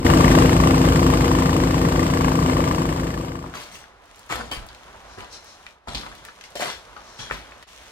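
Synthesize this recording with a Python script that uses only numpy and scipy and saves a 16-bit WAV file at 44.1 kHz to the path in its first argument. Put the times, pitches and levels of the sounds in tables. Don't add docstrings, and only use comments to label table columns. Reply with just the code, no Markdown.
import sys
import numpy as np
from scipy import signal
from scipy.fft import rfft, irfft
from scipy.io import wavfile

SR = 44100
rng = np.random.default_rng(int(sys.argv[2]) if len(sys.argv) > 2 else 0)


def dump_mix(stems):
    frames = np.atleast_2d(stems).T
    limited = np.clip(frames, -1, 1)
    pcm = np.round(limited * 32767).astype(np.int16)
    wavfile.write(sys.argv[1], SR, pcm)


N = 348829
T, HZ = np.arange(N) / SR, np.fft.rfftfreq(N, 1 / SR)

# (frequency [Hz], likeness [-1..1])
RIG_SAME = [(60, 0.77), (300, 0.89), (550, 0.25), (850, 0.13), (1100, 0.72), (1500, 0.32), (3500, 0.18),
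            (5000, 0.57), (6100, 0.91), (7200, 0.81), (9000, 1), (11000, 1)]
# (frequency [Hz], likeness [-1..1])
ROOM_SAME = [(60, 0.79), (290, 0.9), (700, 0.65), (1400, 0.98), (3100, 0.037), (7000, 0.081), (12000, 0.9)]
# (frequency [Hz], phase [rad])
ROOM_PHASE = [(0, 0), (900, 1.3), (1500, 1), (2800, 2.4), (5000, 7), (7200, 12), (10500, 12.6),
              (16000, 12.6)]
# (time [s], floor thud [dB], crushing [dB], fine grit [dB],
# rise [s], decay [s], pitch [factor], jumps in level [dB])
STEPS = [ (3.533, -46, -36, -39, 0.022, 0.067, 0.98, 0), (3.59, -51, -60, -43, 0.017, 0.053, 1.3, 1),
         (3.7, -49, -52, -42.5, 0.047, 0.042, 1.4, -2), (4.291, -43, -27.5, -33.5, 0.012, 0.033, 1.1, 2),
         (4.319, -38, -31.5, -35, 0.003, 0.073, 0.89, 2.5), (4.375, -38, -37, -46, 0.014, 0.093, 0.63, 0),
         (4.512, -36.5, -29, -31.5, 0.003, 0.028, 1.34, 2),
         (4.558, -39.5, -41, -56, 0.0054, 0.057, 0.82, 1), (5.17, -49, -38.5, -47, 0.016, 0.059, 0.71, 0),
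         (5.871, -38, -39.5, -41.5, 0.011, 0.17, 0.7, 1.5),
         (5.944, -35.5, -41, -42, 0.0024, 0.077, 0.98, 3),
         (6.553, -46, -47, -33.5, 0.0015, 0.058, 1.06, 1.5),
         (6.6, -60, -28.5, -30, 0.013, 0.06, 0.92, -0.5), (6.635, -60, -32.5, -38, 0.023, .04, 0.76, 4),
         (6.675, -54, -39, -31.5, 0.027, 0.026, 0.61, 0.5), (7.187, -43, -44, -36.5, 0.0063, 0.1, 0.7, 0.5),
         (7.313, -38, -34, -42, 0.0086, 0.053, 1.26, 2)]


def gain_of(db):
    return 10 ** (np.asarray(db) / 20)


def evened(x):
    return x / np.sqrt(np.mean(x ** 2) + 1e-20)


def read(points, hz):
    f, value = np.transpose(points)
    return np.interp(np.log(hz + 1), np.log(f + 1), value)


def curve(rows):
    return np.interp(T, *np.transpose(rows))


def ramp(start, full):
    return np.clip((T - start) / (full - start), 0, 1)


def swell(s, half_width):
    return np.exp(-((T - s) / half_width) ** 2)


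def coloured(x, spectrum):
    return evened(irfft(rfft(x) * gain_of(read(spectrum, HZ)), N))


def wander(hz):
    return evened(irfft(rfft(rng.standard_normal(N)) * np.exp(-(HZ / hz) ** 2), N))


def pair(x, likeness):
    a, b = rfft(x)
    same = np.clip(read(likeness, HZ), -1, 1)
    return irfft(np.array([a, same * a + np.sqrt(1 - same ** 2) * b]), N)


def noise(spectrum, likeness, envelope=1):
    return coloured(pair(rng.standard_normal((2, N)) * envelope, likeness), spectrum)


def stereo_image(x, phase, side_db):
    gains = gain_of(read(side_db, HZ) * np.array([[.5], [-.5]]))
    turn = np.exp(1j * np.interp(HZ, *np.transpose(phase)) * np.array([[0], [-1]]))
    return irfft(rfft(x) * turn * gains / np.sqrt(np.mean(gains ** 2, 0)), N)


def grains(per_s, spread_db, bed):
    sizes = gain_of(spread_db * np.minimum(rng.exponential(1, N), 4))
    sizes = sizes * (rng.random(N) < per_s / SR)
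    decay = np.exp(-1 / (0.000094 * SR))
    return np.sqrt(bed + evened(signal.lfilter([1], [1, -decay], sizes ** 2)))


def click(colour_db, size=2048):
    log_gain = np.log(gain_of(colour_db(abs(np.fft.fftfreq(size, 1 / SR)))))
    wave = np.fft.ifft(np.exp(np.conj(signal.hilbert(log_gain)))).real
    return wave / abs(wave).max()


def pings(per_s, cycles, spread_db, count=24):
    out, t = np.zeros((2, N)), T[:1024]
    for hz in np.geomspace(400, 12000, count):
        hits = rng.integers(N, size=round(per_s * N / SR / count))
        size = gain_of(spread_db * np.minimum(rng.exponential(1, len(hits)), 3))
        sign = rng.choice([-1, 1], len(hits))
        balance = 1 + .5 * rng.standard_normal((2, len(hits)))
        train = np.zeros((2, N))
        train[:, hits] = size * sign * balance
        ring = hz * np.sin(2 * np.pi * hz * t) * np.exp(-t * hz / cycles)
        out += signal.oaconvolve(train, ring[None], axes=1)[:, :N]
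    return evened(out)


def air(dip_db):
    # (frequency [Hz], density [dB per Hz])
    air_spectrum = [(20, -10), (58, 8), (110, -4.5), (300, -5), (600, 0.5), (1000, 1.5), (1600, -3.5),
                    (2600, -12.5), (5000, -21), (8000, -40), (14000, -55)]
    # (time [s], level [dB])
    air_level = [(3.5, -46.5), (3.85, -47), (4.25, -51.5), (4.7, -46), (5.1, -46.5), (5.7, -50.5),
                 (6.5, -50), (6.8, -48), (7.4, -46.5), (7.7, -49.5)]
    flutter = gain_of(1.2 * wander(17))
    return gain_of(curve(air_level) + dip_db) * noise(air_spectrum, ROOM_SAME, flutter)


def clothes_and_hiss(dip_db):
    # (frequency [Hz], density [dB per Hz])
    cloth_spectrum = [(500, -18), (2000, 3.5), (3500, 3.5), (4700, -2), (6200, 0), (7500, -6),
                      (11000, -12.5), (15000, -24)]
    late_hiss_db = 5.5 * ramp(7.66, 7.68)
    level_db = -54.5 + 2.5 * dip_db + late_hiss_db
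    return gain_of(level_db) * noise(cloth_spectrum, ROOM_SAME, grains(1300, spread_db=11, bed=0.42))


def background():
    # (middle [s], half-width [s], depth [dB])
    dip_rows = [(3.97, 0.11, -4), (5.815, 0.071, -8), (7.657, 0.01, -28)]
    # (frequency [Hz], level difference [dB])
    room_side = [(300, -1), (600, -5), (1100, 1), (2000, -0.5), (5000, 3), (8000, 2.5), (9500, -0.5)]
    dip_db = sum(db * swell(s, half_width) for s, half_width, db in dip_rows)
    bed = ramp(3.4014, 3.444) * (air(dip_db) + clothes_and_hiss(dip_db))
    return stereo_image(bed, ROOM_PHASE, room_side)


def harmonics(turns, levels_db, lags, unsteady, force_db=0):
    shakes = np.array([.85 * wander(12.2) + .7 * wander(2.5) + 1j * wander(13) for _ in range(3)])
    total = 0
    for k, (db, lag) in enumerate(zip(levels_db, lags)):
        level = gain_of(db + force_db * (k / len(levels_db)) ** 2)
        line = np.exp(2j * np.pi * ((k + 1) * turns - lag))
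        shake = np.roll(shakes[k % len(shakes)], rng.integers(N))
        total = total + level * line * (1 + unsteady * shake)
    return np.sqrt(2) * total.real


def burst(turns, place, length, uneven_db):
    count, age = np.divmod(turns - place + 1, 1)
    strength = gain_of(uneven_db * rng.standard_normal(256))[count.astype(int) % 256]
    return strength * age / length * np.exp(-age / length)


def knock(turns, spectrum, blows, alike):
    size = 1575
    pattern = rng.standard_normal((2, size))[:, (turns % 1 * size).astype(int)]
    alike = np.clip(alike, 0, 1)
    clatter = np.sqrt(alike) * pattern + np.sqrt(1 - alike) * rng.standard_normal((2, N))
    return coloured(pair(clatter * blows, RIG_SAME), spectrum)


def slap(turns, force_db, count=12):
    # (frequency [Hz], level [dB])
    slap_spectrum = [(300, -25), (780, -8.5), (980, 11.5), (1150, 9), (1400, -2), (2000, -5), (3000, -9),
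                     (5000, -19), (14000, -43)]
    jitter = .015 * wander(20)
    fired = np.diff(np.floor(turns - .915 + jitter), prepend=-1) > 0
    knots, which = np.arange(0, SR / 2, 250), rng.integers(count, size=N)
    colours_db = 4 * rng.standard_normal((count, len(knots)))
    total = 0
    for k, own_db in enumerate(colours_db):
        wave = evened(click(lambda hz: read(slap_spectrum, hz) + np.interp(hz, knots, own_db)))
        blows = fired * (which == k) * gain_of(force_db)
        total = total + signal.oaconvolve(blows, wave)[:N]
    return evened(total)


def machine_lines(turns, force_db):
    engine_db = [-38, -13.5, -12.5, -34, -15, -11, -17.5, -27, -18.5, -27, -18, -18, -34, -43, -32.5, -26.5,
                 -19, -23, -26, -30, -25, -49, -25.5, -28.5, -43, -27.5, -50, -29.5, -32.5, -47, -48, -25.5,
                 -29.5, -24.5, -24.5, -23, -21.5, -24, -26, -26.5, -21.5, -21, -35]
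    pump_db = [-70, -25, -40, -17.5, -20.5, -16.5, -34, -20, -29.5, -9.5, -25, -18, -18.5, -19, -54, -31,
               -44, -25.5]
    drive_db = [-49, -19.5, -23, -23.5, -16, -16.5, -23, -50]
    arrival = [(2, 0.1952), (11, 0.2135), (15, 0.598), (25, 0.636), (30, 0.9335), (43, 0.913)]
    pump_hz, drive_hz = 26.19, 24.67
    strokes = pump_hz * T + .024 * wander(0.89)
    order = np.arange(len(engine_db)) + 1
    scatter = rng.standard_normal(len(order)) * 0.31 * np.exp(-order / 18)
    lags = np.cumsum(np.interp(order, *np.transpose(arrival))) + scatter
    lines = harmonics(turns + 0.0025 * wander(13), engine_db, lags, unsteady=.22, force_db=force_db)
    lines += harmonics(strokes, pump_db, rng.random(len(pump_db)), unsteady=.19)
    drive_turns = drive_hz * T + 0.016 * wander(0.97)
    return lines + harmonics(drive_turns, drive_db, rng.random(len(drive_db)), unsteady=0.083)


def metalwork(turns, force_db, ringing):
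    # (frequency [Hz], density [dB per Hz])
    block_spectrum = [(300, -31), (520, 1), (780, -10), (1020, 9.5), (1170, 9.5), (1330, -17), (1800, -2),
                      (2200, -22), (2500, -5.5), (3000, -11), (4000, -15.5), (4700, -21), (8000, -19),
                      (15000, -38)]
    # (frequency [Hz], density [dB per Hz])
    panel_spectrum = [(900, -30), (1450, -0.5), (1800, 3), (2150, 2.5), (2500, -10), (2900, 0.5),
                      (3700, -17.5), (4700, -12), (7000, -15), (14000, -27.5)]
    # (frequency [Hz], density [dB per Hz])
    exhaust_spectrum = [(200, -19), (400, 0), (520, 7), (700, -5), (900, -11), (2000, -50)]
    # (frequency [Hz], density [dB per Hz])
    fitting_spectrum = [(300, -15), (800, 0), (1300, 3.5), (2500, -4), (3400, -11), (4500, -11),
                        (9000, -23), (14000, -46)]
    firing = burst(turns, place=.885, length=.052, uneven_db=1.5)
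    valve = burst(turns, place=0.32, length=0.027, uneven_db=1.5)
    puff = burst(turns, place=0.597, length=0.069, uneven_db=4.0)
    shaking = .15 + burst(turns, place=.89, length=.09, uneven_db=2)
    block = gain_of(-19.0) * knock(turns, block_spectrum, firing + 0.5 * valve, alike=0.24)
    panels = gain_of(-21) * knock(turns, panel_spectrum, ringing * gain_of(force_db / 2), alike=0.12)
    exhaust = gain_of(-19.5) * knock(turns, exhaust_spectrum, puff, alike=0.15)
    rattle = coloured(pings(900, cycles=3, spread_db=2) * shaking, fitting_spectrum)
    return block + panels + exhaust + gain_of(-21.5) * rattle


def churning(nearness_db):
    # (frequency [Hz], density [dB per Hz])
    churn_spectrum = [(20, -16), (45, -20), (80, -1.5), (160, -6), (310, -1), (450, -1.5), (700, -5.5),
                      (1050, -6.5), (1350, -10), (2000, -15.5), (3000, -16), (5000, -26.5), (9000, -27.5),
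                      (15000, -44.5)]
    closer_db = nearness_db - nearness_db[-1]
    return gain_of(-10.0 + 0.14 * closer_db) * noise(churn_spectrum, RIG_SAME, gain_of(1.62 * wander(45)))


def hissing(turns, ringing):
    # (frequency [Hz], density [dB per Hz])
    spray_spectrum = [(2000, -31), (4500, 9), (6000, 7.5), (8100, -1), (8600, 0.5), (9200, -4), (11000, -2),
                      (13000, -3.5), (15700, -2)]
    puffs = .28 + .45 * ringing + .7 * burst(turns, place=.15, length=.075, uneven_db=2)
    return gain_of(-21.5) * noise(spray_spectrum, RIG_SAME, puffs)


def rig():
    # (time [s], level [dB])
    nearness = [(.43, -11), (.52, -13), (1.15, -14), (1.45, -16), (2.15, -17), (2.6, -14.5)]
    # (frequency [Hz], phase [rad])
    rig_phase = [(0, 0), (350, 0), (720, .4), (1050, 3.6), (1450, 4.2), (1800, 5.6), (2150, 6), (2400, 8.4),
                 (3700, 10.6), (4800, 9.1), (6100, 9.5), (7800, 12.4), (8700, 12.8), (9800, 15.3),
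                 (10800, 16.1), (11900, 18.6), (13200, 19.1), (14200, 21.8), (16000, 22.2)]
    # (frequency [Hz], level difference [dB])
    rig_side = [(60, 0.5), (200, 1.3), (380, 2), (600, 9.5), (800, 5), (1000, 10), (1500, 2.5), (2050, 9),
                (2600, 0), (4400, 2), (7000, -0.5)]
    engine_hz, start_turn = 28.0, .075
    sag_hz = .65 * swell(2.25, half_width=.08)
    turns = start_turn + np.cumsum(engine_hz - sag_hz) / SR
    forces = np.clip(rng.standard_normal(256), -2, 2)
    force_db = 1.2 * np.interp(turns - .9, np.arange(256), forces)
    ringing = burst(turns, place=.88, length=.064, uneven_db=1.1)
    nearness_db = curve(nearness)
    machine = machine_lines(turns, force_db) + gain_of(-20) * slap(turns, force_db)
    machine = machine + metalwork(turns, force_db, ringing) + churning(nearness_db) + hissing(turns, ringing)
    fade = np.maximum(ramp(0.044, 0.051), gain_of(-14.5)) * ramp(start=3.599, full=2.227)
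    return stereo_image(machine, rig_phase, rig_side) * gain_of(nearness_db) * fade


def fragments(x, spectrum, pitch, ripple_db):
    hz = np.fft.rfftfreq(x.shape[1], 1 / SR)
    knots = np.geomspace(200, 16000, 220)
    ripple = np.interp(hz, knots, rng.standard_normal(len(knots)))
    return evened(irfft(rfft(x) * gain_of(read(spectrum, hz / pitch) + ripple_db * ripple)))


def scuffs():
    # (time of the peak [s], half-width [s], level [dB])
    scuff_rows = [(5.13, 0.057, -53), (5.345, 0.034, -41.5), (5.49, 0.062, -49.5), (6.275, 0.02, -55),
                  (6.455, 0.015, -47), (7.11, 0.1, -51.5), (7.21, 0.025, -41.5)]
    # (frequency [Hz], density [dB per Hz])
    slide_spectrum = [(1500, -7), (3300, -8), (3750, -6), (4000, 4), (4300, -1), (4650, -3), (5300, 2),
                      (6200, 0), (7200, -9), (9500, -16), (14000, -35)]
    scuffing = sum(gain_of(db) * swell(s, half_width) for s, half_width, db in scuff_rows)
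    return scuffing * noise(slide_spectrum, ROOM_SAME)


def scraps():
    # (time [s], level [dB], decay [s], pitch [factor])
    shift_rows = [(6.25, -43, 0.021, 1.2), (6.282, -38, 0.014, 0.78), (6.438, -49, 0.027, 1.3),
                  (6.963, -37, 0.024, 0.77), (7.519, -54, .025, 1.2)]
    # (frequency [Hz], density [dB per Hz])
    scrap_spectrum = [(300, -20), (900, -7), (1600, 2), (2400, -11), (5000, -14.5), (14000, -43)]
    out, t = np.zeros((2, N)), T[:SR // 5]
    crinkle = pair(rng.standard_normal((2, N)) * grains(500, spread_db=4, bed=.6), ROOM_SAME)
    for s, db, decay, pitch in shift_rows:
        span = np.s_[:, round(s * SR):round(s * SR) + len(t)]
        shape = np.minimum(t / 0.0032, 1) * np.exp(-t / decay)
        out[span] += gain_of(db) * shape * fragments(crinkle[span], scrap_spectrum, pitch, ripple_db=8.5)
    return out


def struck(hits, modes, crack_db):
    out, t = np.zeros((2, N)), T[:SR // 5]
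    for s, level_db, pitch in hits:
        ring = sum(gain_of(db - 60 * t / t60) * np.sin(2 * np.pi * hz * pitch * t) for hz, db, t60 in modes)
        crack = gain_of(crack_db) * rng.standard_normal((2, len(t))) * np.exp(-t / .003)
        blow = np.minimum(t / 0.0013, 1) * (ring / abs(ring).max() + crack)
        out[:, round(s * SR):][:, :len(t)] += gain_of(level_db) * blow
    return out


def slab():
    # (time [s], level [dB], pitch [factor])
    slab_hits = [(6.554, -22, 1.04), (6.5595, -18, 1.15), (6.5975, -14.5, 1.1), (6.6215, -14, 1.2),
                 (6.655, -25, 1.1), (6.686, -22, 1.75)]
    # (frequency at pitch 1 [Hz], level [dB], t60 [s])
    slab_modes = [(397, -7, 0.065), (512, 7, 0.046), (587, 4, 0.061), (744, -6, 0.058), (965, -14, .03),
                  (1405, -20, .024)]
    return struck(slab_hits, slab_modes, crack_db=-23)


def shard():
    # (time [s], level [dB], pitch [factor])
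    shard_hits = [(4.5135, -19.5, 1.0), (4.5225, -30, 0.95), (4.531, -31, 0.86), (4.547, -40, 1.0),
                  (4.566, -31, 0.93)]
    # (frequency at pitch 1 [Hz], level [dB], t60 [s])
    shard_modes = [(3100, 12, 0.079), (3340, 5, 0.1), (4680, -8, 0.092), (4830, -9, 0.086),
                   (5642, -4, .025)]
    return struck(shard_hits, shard_modes, crack_db=-16)


def cracks():
    # (time [s], peak [dB], pitch [factor])
    crack_rows = [(7.3107, -12, 0.89), (7.3113, -12.5, 0.88), (7.3121, -14, 1.14), (7.3129, -13, 0.86),
                  (7.3187, -19, 1.1)]
    # (frequency at pitch 1 [Hz], level [dB])
    flake_spectrum = [(100, -26), (400, -2), (650, 0), (1100, 2), (1500, -4), (2100, 1), (2500, -3),
                      (2900, -11), (5000, -25), (12000, -42)]
    out = np.zeros(N)
    for s, peak_db, pitch in crack_rows:
        wave = click(lambda hz: read(flake_spectrum, hz / pitch))
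        out[round(s * SR):][:len(wave)] += gain_of(peak_db) * wave
    return out


def chips(count=2):
    delay_scale, middle_db, middle_hz, octaves = 0.06, -35, 2200, 1.1
    chance = rng.standard_normal((len(STEPS) * count, 4))
    contacts = np.repeat([row[0] for row in STEPS], count)
    rows = []
    for s, (a, b, loud, high) in zip(contacts, chance):
        moment = min(s + delay_scale * np.hypot(a, b), T[-1])
        rows.append((moment, middle_db + 3 * loud, middle_hz * 2 ** (0.63 * high), octaves))
    return rows


def snaps():
    # (time [s], peak [dB], pitch [Hz], spread [octaves, taken as at least 0.5])
    snap_rows = [ (3.441, -22.5, 900, 0.7), (3.539, -23, 1290, 1.2), (4.057, -40, 3000, 2),
                 (4.16, -35, 5020, 1.5), (4.183, -41, 3500, 1.5), (4.194, -31, 5000, 1.8),
                 (4.2635, -38, 7000, 1.3), (4.3, -21, 895, 0.77), (4.3063, -22, 1300, .7),
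                 (4.324, -13, 1300, 1.5), (4.332, -23, 1800, 1), (4.357, -24, 2200, 1.7),
                 (4.377, -27, 760, 0.5), (4.401, -26, 1300, 0.5), (4.409, -22.5, 1250, 0.48),
                 (4.416, -29, 1400, 0.62), (4.516, -21.5, 900, 0.5), (4.6655, -33, 9000, 1.1),
                 (4.688, -28, 3500, 0.82), (5.18, -31, 374, 0.4), (5.206, -26, 2190, 1.3),
                 (5.345, -45, 9000, 1.2), (5.445, -39, 10000, 1), (5.666, -23, 1880, 1.12),
                 (5.874, -25, 850, 0.68), (5.885, -27, 2900, 1.1), (5.891, -24, 2500, 1.2),
                 (5.934, -27, 2500, 1.2), (5.948, -14, 3300, 0.66), (5.9515, -16.5, 3700, 0.64),
                 (5.955, -18, 3540, 0.77), (5.973, -22, 3600, 0.71), (5.981, -21, 3920, 0.75),
                 (6.012, -28, 2600, 1), (6.034, -26, 1050, 0.5), (6.063, -25, 950, 0.74),
                 (6.071, -26, 990, 0.78), (6.116, -32, 1300, 0.55), (6.126, -32, 1100, 1.1),
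                 (6.152, -28.5, 2500, 2), (6.187, -37, 3000, 1), (6.251, -23, 3000, 2.1),
                 (6.286, -29, 1580, 0.7), (6.411, -26, 2610, 1.25), (6.4393, -26.5, 2600, 1.3),
                 (6.505, -37, 6000, 1), (6.607, -17, 2000, 1.5), (6.623, -17, 1800, 1.1),
                 (6.631, -16, 1600, 1.2), (6.657, -22, 980.8, 0.74), (6.967, -32, 1380, 0.52),
                 (7.3, -24, 1400, 0.65), (7.5207, -30, 1840, 1), (7.6267, -29, 2000, 1.3)]
    size = 2048
    out, t, knots = np.zeros((2, N)), T[:size], np.arange(0, SR / 2, 160)
    for s, peak_db, pitch_hz, octaves in snap_rows + chips():
        own_db = 2.6 * rng.standard_normal(len(knots))

        def colour_db(hz):
            distance = np.log2((hz + 1) / pitch_hz) / max(octaves, .5)
            return np.interp(hz, knots, own_db) - 24.6 * np.log1p(distance ** 2 / 2)

        splintering = 0.13 * rng.standard_normal((2, size)) * np.exp(-t / 0.0038)
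        snap = signal.fftconvolve(splintering + (t == 0), click(colour_db)[None], axes=1)[:, :size]
        part = out[:, round(s * SR):][:, :size]
        part += (gain_of(peak_db) * snap / abs(snap).max())[:, :part.shape[1]]
    return out


def thumps():
    # (time [s], level [dB], pitch [Hz], t60 [s])
    thump_rows = [(4.305, -36, 125, .25), (4.345, -33, 62, 0.32), (4.572, -31, 42, 0.17),
                  (4.574, -39.5, 110.3, .45), (4.615, -39, 28, .3), (5.174, -35.5, 99, 0.14),
                  (5.88, -37, 90, .15), (7.19, -33, 110, .18), (7.31, -40, 55, 0.69)]
    out, t = np.zeros(N), T[:SR // 2]
    for s, level_db, hz, t60 in thump_rows:
        swing = np.minimum(t / .005, 1) * np.sin(2 * np.pi * hz * t)
        out[round(s * SR):][:len(t)] += gain_of(level_db - 60 * t / t60) * swing
    return out


def steps():
    # (frequency [Hz], level [dB], t60 [s])
    board_modes = [(58.5, -9.5, 0.89), (108, -6, 0.18), (125.6, -4, 0.14), (247, -5.5, 0.25)]
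    # (frequency [Hz], density [dB per Hz])
    thud_spectrum = [(15, -23), (35, -13), (58, 0), (95, -11), (150, -7.5), (260, -9), (450, -18.5),
                     (1200, -89.5)]
    # (frequency [Hz], density [dB per Hz])
    crush_spectrum = [(60, -14), (250, 2.5), (600, -1), (1200, 2.5), (1900, -2), (3000, -12.5), (6000, -44),
                      (14000, -41)]
    # (frequency [Hz], density [dB per Hz])
    grit_spectrum = [(600, -21), (2000, 1), (3800, 3.5), (5500, -0.5), (7500, -4), (11000, -11),
                     (14000, -13), (16000, -81)]
    size, settle_s = 20000, 0.013
    out, t = np.zeros((2, N + size)), T[:size]

    def material(envelope):
        return np.tile(pair(rng.standard_normal((2, N)) * envelope, ROOM_SAME), 2)

    push = material(1)
    lumps = material(grains(380, spread_db=4, bed=0.18))
    dust = material(grains(600, spread_db=4, bed=0.35))
    clumps = np.tile(np.clip(wander(70), -1.5, 1.5), 2)
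    crumbs = np.tile(pings(2200, cycles=4, spread_db=3.5), 2)
    lumps = evened(lumps) + 1.1 * crumbs
    dust = evened(dust) + .8 * crumbs[::-1]
    boards = sum(gain_of(db - 60 * t / t60) * np.sin(2 * np.pi * hz * t) for hz, db, t60 in board_modes)
    weight = np.clip(t / settle_s, 0, 1)
    for s, thud_db, crush_db, grit_db, rise, decay, pitch, jump_db in STEPS:
        span = np.s_[:, round(s * SR):round(s * SR) + size]
        shape = np.clip(t / rise, 0, 1) * np.exp(-np.maximum(t - rise, 0) / decay)
        start = rng.integers(N)
        stretch = np.s_[:, start:start + size]
        giving = gain_of(jump_db * clumps[start:start + size])
        thud = shape * fragments(push[stretch], thud_spectrum, 0.88, ripple_db=1.5)
        crush = shape * fragments(giving * lumps[stretch], crush_spectrum, pitch, ripple_db=4.0)
        grit = shape * fragments(giving * dust[stretch], grit_spectrum, np.sqrt(pitch), ripple_db=4.0)
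        out[span] += gain_of(thud_db) * (weight * boards + 0.66 * thud)
        out[span] += gain_of(crush_db) * crush + gain_of(grit_db) * grit
    return out[:, :N]


def room(x):
    # (frequency [Hz], t60 [s])
    room_t60 = [(60, 0.099), (300, 0.22), (1200, 0.13), (4000, 0.28), (12000, 0.19)]
    length = SR // 2
    sparse = rng.standard_normal((2, length)) * (rng.random((2, length)) < 3000 / SR)
    taps = sparse * (T[:length] > .006)
    hz, t, z = signal.stft(taps, SR, nperseg=256)
    tail = signal.istft(z * gain_of(-60 * t / read(room_t60, hz)[:, None]), SR, nperseg=256)[1]
    return signal.fftconvolve(x, tail / np.linalg.norm(tail[0]), axes=1)[:, :N]


def walk():
    # (frequency [Hz], level difference [dB])
    feet_side = [(100, -0.5), (300, -2), (600, 3), (1100, 5.5), (2000, 0), (5000, 4.5), (8000, 3),
                 (9500, -0.5)]
    feet = steps() + thumps() + snaps() + cracks() + slab() + shard() + scraps() + scuffs()
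    return stereo_image(feet + gain_of(-4.5) * room(feet), ROOM_PHASE, feet_side)


def scene():
    return background() + rig() + walk()


def record(dry):
    rounded = dry / (1 + (dry / .97) ** 6) ** (1 / 6)
    edge_hz = 15900
    lowpass = signal.firwin(511, edge_hz, window=("kaiser", 9), fs=SR)
    return signal.oaconvolve(rounded, lowpass[None], "same")


dry = scene()
out = record(dry)
dump_mix(out)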